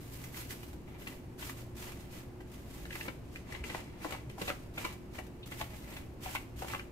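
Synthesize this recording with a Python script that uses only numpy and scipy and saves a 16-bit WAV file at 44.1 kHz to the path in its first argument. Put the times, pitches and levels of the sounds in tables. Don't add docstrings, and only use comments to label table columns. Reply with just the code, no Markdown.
import sys
import numpy as np
from scipy import signal
from scipy.fft import rfft, irfft, next_fast_len
from scipy.io import wavfile
from scipy.ndimage import uniform_filter1d

SR = 44100
rng = np.random.default_rng(int(sys.argv[2]) if len(sys.argv) > 2 else 0)


def wrap_up_sound(samples):
    columns = np.atleast_2d(samples).T
    tamed = np.clip(columns, -1, 1)
    steps = np.round(tamed * 32767).astype(np.int16)
    wavfile.write(sys.argv[1], SR, steps)


N = 305039
TIME = np.arange(N) / SR
SIDES = np.array([[1], [-1]])

# start_s, rise_s [s], hold_s [s], hiss_db [dB], wall_ring_db [dB]
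SLIDES = [(0.0, 0.0046, 0.14, -65, -72), (0.067, .07, 0.14, -60, -56), (0.311, 0.055, 0.047, -51.5, -51),
          (0.479, .02, 0.026, -54, -58), (0.56, 0.023, .1, -63.5, -70), (0.87, .01, 0.066, -74, -53.5),
          (0.973, 0.023, 0.048, -62, -70), (1.043, 0.031, 0.053, -60.5, -52.5),
          (1.378, 0.018, 0.094, -53.5, -55), (1.553, 0.018, 0.024, -59, -57),
          (1.748, 0.026, 0.11, -54.5, -49), (1.922, 0.038, 0.069, -64.5, -57),
          (2.072, 0.062, 0.056, -59, -52.5), (2.47, 0.066, .012, -61.5, -60),
          (2.565, 0.19, 0.074, -59.5, -60), (2.87, 0.055, 0.14, -56, -51.5), (3.233, 0.12, 0.02, -63, -64),
          (3.446, 0.068, 0.04, -59, -43.5), (3.635, 0.0057, .14, -55, -43.5), (3.853, .03, .08, -74, -57),
          (3.973, 0.06, 0.1, -55.5, -44), (4.293, 0.0045, 0.0082, -62.5, -56),
          (4.371, 0.03, 0.021, -54.5, -54), (4.424, 0.033, 0.029, -50.5, -48),
          (4.576, 0.018, 0.046, -69, -70), (4.738, 0.05, 0.081, -53, -44),
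          (5.111, 0.042, 0.024, -58, -50.5), (5.456, 0.0038, 0.0055, -58, -59),
          (5.493, 0.02, 0.01, -58, -49), (5.535, 0.06, .012, -53, -46.5), (5.686, 0.018, 0.065, -61, -54),
          (5.725, 0.19, 0.066, -59.5, -48.5), (6.206, 0.026, .06, -53, -48),
          (6.282, 0.044, 0.012, -51, -54), (6.559, 0.029, 0.04, -55, -58),
          (6.647, 0.035, 0.052, -52.5, -43.5)]
# time_s, knock_db of the upper modes,
# thud_db of the middle modes, thump_db of the lowest modes, spray_db of grains, favoured_hz
LUMPS = [(0.2395, -48, -64, -63, -49.5, 487), (0.3458, -43, -59, -67, -62, 2360),
         (0.5066, -42, -64, -58, -46, 1760), (0.632, -47, -51.5, -49, -57, 890),
         (0.7307, -58, -57, -60, -58, 700), (1.0193, -47.5, -57, -42, -64, 1410),
         (1.074, -35.5, -51, -55, -50, 2310), (1.4265, -37, -46, -55, -55, 2220),
         (1.497, -40, -46, -63, -47.5, 2220), (1.9195, -50, -57, -51, -53, 649),
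         (2.4059, -49.5, -53, -51, -63, 900), (2.854, -43, -52, -47, -69, 1370),
         (2.9077, -38, -65, -60, -60, 1950), (2.9262, -39, -62, -58, -62, 2200),
         (2.9552, -36, -47, -42, -48, 1800), (3.0103, -34, -49, -59, -54, 1920),
         (3.0544, -45, -45, -42, -62, 1950), (3.0833, -36, -36.5, -38, -68, 1440),
         (3.3583, -37.5, -65, -61, -57, 2230), (3.5229, -38.5, -72, -58, -52, 2000),
         (3.5497, -36, -64, -48, -68, 2030), (3.6393, -36.5, -67, -42, -50, 2320),
         (3.6991, -35.5, -44, -40, -55, 2210), (3.7487, -37, -34, -37, -55, 920),
         (4.049, -42, -32.5, -30.5, -52, 556), (4.1072, -54, -47, -42, -46.5, 493),
         (4.1236, -35.5, -40, -43, -50, 710), (4.1503, -45, -39, -57, -58, 1010),
         (4.2988, -45, -73, -62, -62, 2390), (4.3815, -63, -42, -50, -56, 620),
         (4.4165, -33.5, -36.5, -29.5, -45, 525), (4.4807, -33, -36, -43, -44, 740),
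         (4.4923, -35, -37, -36.5, -46, 750), (4.5014, -32.5, -30.5, -56, -64, 1380),
         (4.7794, -30, -40, -49, -52, 2130), (4.849, -31, -34, -38, -45.5, 1110),
         (4.924, -61, -66, -56, -51.5, 1500), (5.1872, -36.5, -39, -40, -53, 2030),
         (5.266, -68, -72, -63, -59.5, 2300), (5.5217, -38, -44.5, -53, -59, 686),
         (5.6133, -32, -34, -42, -53, 940), (5.9685, -40, -49, -61, -56, 800),
         (6.2608, -39.5, -36.5, -67, -56, 750), (6.3501, -34, -33, -61, -43, 1000),
         (6.358, -30, -44, -65, -59, 2380), (6.6228, -43, -34.5, -39, -54, 850),
         (6.6454, -55, -42, -44, -54, 484), (6.6822, -42, -63, -61, -50, 2300),
         (6.7363, -36.5, -35, -53, -60, 1110), (6.7481, -34.5, -35, -48, -61, 1140),
         (6.7959, -36.5, -55, -57, -70, 2310)]
# pitch_hz, relative_db, t60_s
JAR_MODES = [(186, -7, 0.054), (302, -6, 0.07), (392, -0.5, 0.021), (484, -15.5, 0.11), (615, -0.5, 0.033),
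             (757, -10.5, 0.13), (885, 10.5, 0.0088), (1110, 6.5, 0.014), (1370, 5, 0.0082),
             (1510, -3.5, 0.018), (1734, 4, 0.0088), (2030, 1.5, 0.023), (2310, 3, 0.016),
             (2710, 3.5, 0.011), (2942, 0, 0.01), (3230, -3, 0.014), (3850, 3.5, 0.0029)]


def from_db(db):
    return 10 ** (np.asarray(db) / 20)


def rms_one(x):
    return x / np.sqrt(np.mean(x ** 2) + 1e-20)


def in_time(rows):
    return np.interp(TIME, *np.transpose(rows))


def at_hz(points, hz):
    freqs, values = np.transpose(points)
    return np.interp(np.log(hz + 1e-3), np.log(freqs), values)


def drift(rate):
    return np.interp(TIME * rate, np.arange(4000), rng.standard_normal(4000))


def colour(pair, spectrum, likeness):
    size = next_fast_len(N + 8192)
    hz = np.fft.rfftfreq(size, 1 / SR)
    mid, side = rfft(pair, size) * rms_one(from_db(at_hz(spectrum, hz)))
    alike = np.clip(at_hz(likeness, hz), -1, 1)
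    stereo = np.sqrt(1 + alike) * mid + np.sqrt(1 - alike) * side * SIDES
    return irfft(stereo, size)[:, :N]


def lean(pair, balance):
    size = next_fast_len(N)
    tip_db = at_hz(balance, np.fft.rfftfreq(size, 1 / SR))
    return irfft(rfft(pair, size) * from_db(tip_db / 2 * SIDES), size)[:, :N]


def ring(force, hz, t60):
    r = from_db(-60 / (t60 * SR))
    w = 2 * np.pi * hz / SR
    return signal.lfilter([0, np.sin(w)], [1, -2 * r * np.cos(w), r * r], force + 1e-18)


def ticks(per_s, spread_db):
    sizes = from_db(spread_db * np.minimum(rng.exponential(1, N), 4)) * rng.choice([-1, 1], N)
    hits = rng.random(N) < per_s / SR
    return rms_one(sizes * hits / np.sqrt(per_s))


def loose_salt(hiss_db=2.0, spray_db=2.0, per_s=7000, clump_db=2.0):
    # pitch_hz, relative density [dB per Hz]
    grain_colour = [(300, 6.5), (700, -4.5), (1000, 1.5), (1500, 3), (2600, 3.5), (4000, 0.5), (5500, -1),
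                    (7700, -0.5), (10000, -3.5), (12500, 0.5), (15500, -5.5)]
    # pitch_hz, correlation [-1..1]
    grain_likeness = [(500, 1), (1400, 0.13), (2800, 0.12), (6000, 0.037), (14000, 0.092)]
    # pitch_hz, left minus right [dB]
    grain_lean = [(700, -1), (5500, -1.5), (9000, 1), (14000, -3)]
    spray_s = .0095
    levels_db = [row[3] for row in SLIDES]
    flow = from_db(hiss_db) * sliding(levels_db, fall_db_per_s=181.5, trickle_db=-78, packing_db=0)
    power = (flow * from_db(clump_db * drift(160))) ** 2
    for s, knock, thud, thump, spray, favoured_hz in LUMPS:
        start = int(s * SR)
        after = TIME[start:][:4096] - s
        power[start:][:4096] += from_db(spray + spray_db) ** 2 * np.exp(-2 * after / spray_s)
    rate = per_s * np.sqrt(rms_one(flow))
    pair = np.array([ticks(rate, spread_db=2.0) for side in range(2)]) * np.sqrt(power)
    return lean(colour(pair, grain_colour, grain_likeness), grain_lean)


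def sliding(levels_db, fall_db_per_s, trickle_db, packing_db):
    swell_db = 15.0
    power = np.full(N, from_db(trickle_db) ** 2)
    for (start_s, rise, hold, *_), db in zip(SLIDES, levels_db):
        start = int(start_s * SR)
        after = TIME[start:][:SR] - start_s
        swell = swell_db * np.minimum(after / rise - 1, 0)
        piling = packing_db * (np.minimum(after / (rise + hold), 1) - 1)
        settling = fall_db_per_s * np.maximum(after - rise - hold, 0)
        power[start:][:SR] += from_db(db + swell + piling - settling) ** 2
    return np.sqrt(power)


def sparkle(pair, edge_hz=10000):
    # time_s, lift_db
    treble_lift = [(0, 2.5), (2.0, -1), (3.05, -0.5), (3.6, -8), (4.4, -2.5), (5.1, -3), (5.8, 1),
                   (6.9, -2.5)]
    top = signal.sosfiltfilt(signal.butter(2, edge_hz, "high", fs=SR, output="sos"), pair)
    return pair + top * (from_db(in_time(treble_lift)) - 1)


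def wall(level_db=-5.0, low_modes_db=-2.5, per_s=1000, surge_db=3.5, stray=0.75):
    levels_db = [row[4] for row in SLIDES]
    press = sliding(levels_db, fall_db_per_s=186, trickle_db=-77.0, packing_db=4.5)
    surge = from_db(surge_db * drift(90))
    shared, opposed = ticks(per_s, spread_db=-0.6), ticks(per_s, spread_db=2.1)
    force = (shared + stray * opposed * SIDES) * surge
    rings = np.zeros((2, N))
    for k, (hz, db, t60) in enumerate(JAR_MODES):
        if hz > 550:
            gain = from_db(db + low_modes_db * (hz < 1500))
            rings += (-1) ** k * gain * ring(force, hz, t60)
    return from_db(level_db) * press * rms_one(rings)


def lumps(knock_db=-4.5, thud_db=-2.5, thump_db=-6.5, crumbs_per_s=2600, crumb_size=0.67):
    ahead = 256
    lead_s, crumbling_s = 0.0028, 0.0054
    favour_db = 7.0
    out, after = np.zeros((2, N + 4096)), TIME[:4096] - ahead / SR
    crumbling = np.exp(np.minimum(after / lead_s, -after / crumbling_s))
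    mode_hz = np.array(JAR_MODES)[:, 0]
    family = np.digitize(mode_hz, [550, 1470])
    for s, knock, thud, thump, spray, favoured_hz in LUMPS:
        hits = rng.random(4096) < crumbs_per_s / SR
        force = crumb_size * rng.standard_normal(4096) * hits * crumbling
        force[ahead] = 1
        octaves_off = np.log2(mode_hz / favoured_hz)
        favour = from_db(favour_db * np.exp(-(octaves_off / 0.32) ** 2))
        rings = modes(force, detune=0.02, vary_db=0.4, stray=0.5) * favour[:, None, None]
        levels_db = (thump + thump_db, thud + thud_db, knock + knock_db)
        for k, level_db in enumerate(levels_db):
            blow = rings[family == k].sum(axis=0)
            loudest = np.sqrt(uniform_filter1d(np.mean(blow ** 2, axis=0), size=256).max())
            out[:, int(s * SR) - ahead:][:, :4096] += from_db(level_db) * blow / loudest
    return out[:, :N]


def modes(force, detune, vary_db, stray):
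    out = []
    for hz, db, t60 in JAR_MODES:
        pitch, strength, side, turn = rng.standard_normal(4)
        gain = rng.choice([-1, 1]) * from_db(db + vary_db * strength)
        note = gain * ring(force, hz * (1 + detune * pitch), t60)
        quarter_cycle_on = np.gradient(note) * SR / (2 * np.pi * hz)
        spread = stray * np.sqrt(hz / JAR_MODES[-1][0])
        out.append(note + spread * (side * note + turn * quarter_cycle_on) * SIDES)
    return np.array(out)


def narrow_puff():
    centre_s, length_s, level_db = 5.436, .013, -49.0
    pitch_hz, width_hz = 3250, 1300
    edges_hz = [pitch_hz - width_hz / 2, pitch_hz + width_hz / 2]
    band = signal.butter(3, edges_hz, "band", fs=SR, output="sos")
    swell = np.exp(-(2 * (TIME - centre_s) / length_s) ** 2)
    return from_db(level_db) * swell * rms_one(signal.sosfilt(band, rng.standard_normal(N)))


def handling(length_s=0.014):
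    # start_s, peak level_db, pitch_hz
    bumps = [(.51, -42, 65), (3.605, -37.5, 59.7), (4.26, -42.5, 127.7), (6.549, -40, 65.7),
             (6.722, -48, 98)]
    out, after = np.zeros(N + 8192), TIME[:8192]
    swell = after / length_s * np.exp(1 - after / length_s)
    for s, db, hz in bumps:
        out[int(s * SR):][:8192] += from_db(db) * swell * np.sin(2 * np.pi * hz * after)
    return out[:N]


def kitchen(pair, early_db=-6.5, early_s=0.0097, tail_db=-10.5, tail_t60_s=0.39):
    after = TIME[:SR // 2]
    onset = 1 - np.exp(-(after / 0.0049) ** 2)
    early, tail = rng.standard_normal((2, 2, len(after))) * onset
    early = rms_one(early * np.exp(-after / early_s))
    tail = rms_one(tail * from_db(-60 * after / tail_t60_s))
    response = (from_db(early_db) * early + from_db(tail_db) * tail) / np.sqrt(len(after))
    return pair + signal.fftconvolve(pair, response, axes=1)[:, :N]


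def background(room_gain_db=-50.5, waver_db=-3.5, wander=0.31):
    # pitch_hz, relative density [dB per Hz]
    room_colour = [(20, -6), (35, -7.5), (58, 3.5), (85, -2.5), (140, -3.5), (200, -7), (320, -7),
                   (420, -14), (700, -19), (900, -22), (1300, -27.5), (2850, -33), (3250, -38),
                   (15000, -48)]
    # pitch_hz, correlation [-1..1]
    room_likeness = [(40, 0.95), (90, 1), (180, 0.89), (350, 0.58), (700, 0.51), (1400, 0), (4000, 0.076)]
    # pitch_hz, level_db [dB rms before the waver]
    hum_tones = [(118.4, -57.5), (262, -66), (312, -75), (360.4, -60.5)]
    rumble = from_db(room_gain_db) * colour(rng.standard_normal((2, N)), room_colour, room_likeness)
    hum = np.zeros(N)
    for hz, db in hum_tones:
        height = np.sqrt(2) * from_db(db + waver_db * drift(3.78))
        hum += height * np.sin(2 * np.pi * hz * TIME + wander * drift(5))
    return rumble + hum


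def scene():
    right_lag_s = .00016
    knocks_and_scrapes = wall() + lumps() + narrow_puff()
    left, right = sparkle(loose_salt()) + knocks_and_scrapes * from_db(0.6 * SIDES)
    right = np.concatenate([np.zeros(round(right_lag_s * SR)), right])[:N]
    return kitchen(np.array([left, right])) + handling() + background()


def record(dry, cutoff_hz=15600):
    return signal.sosfilt(signal.ellip(12, .1, 80, cutoff_hz, fs=SR, output="sos"), dry)


dry = scene()
out = record(dry)
wrap_up_sound(out)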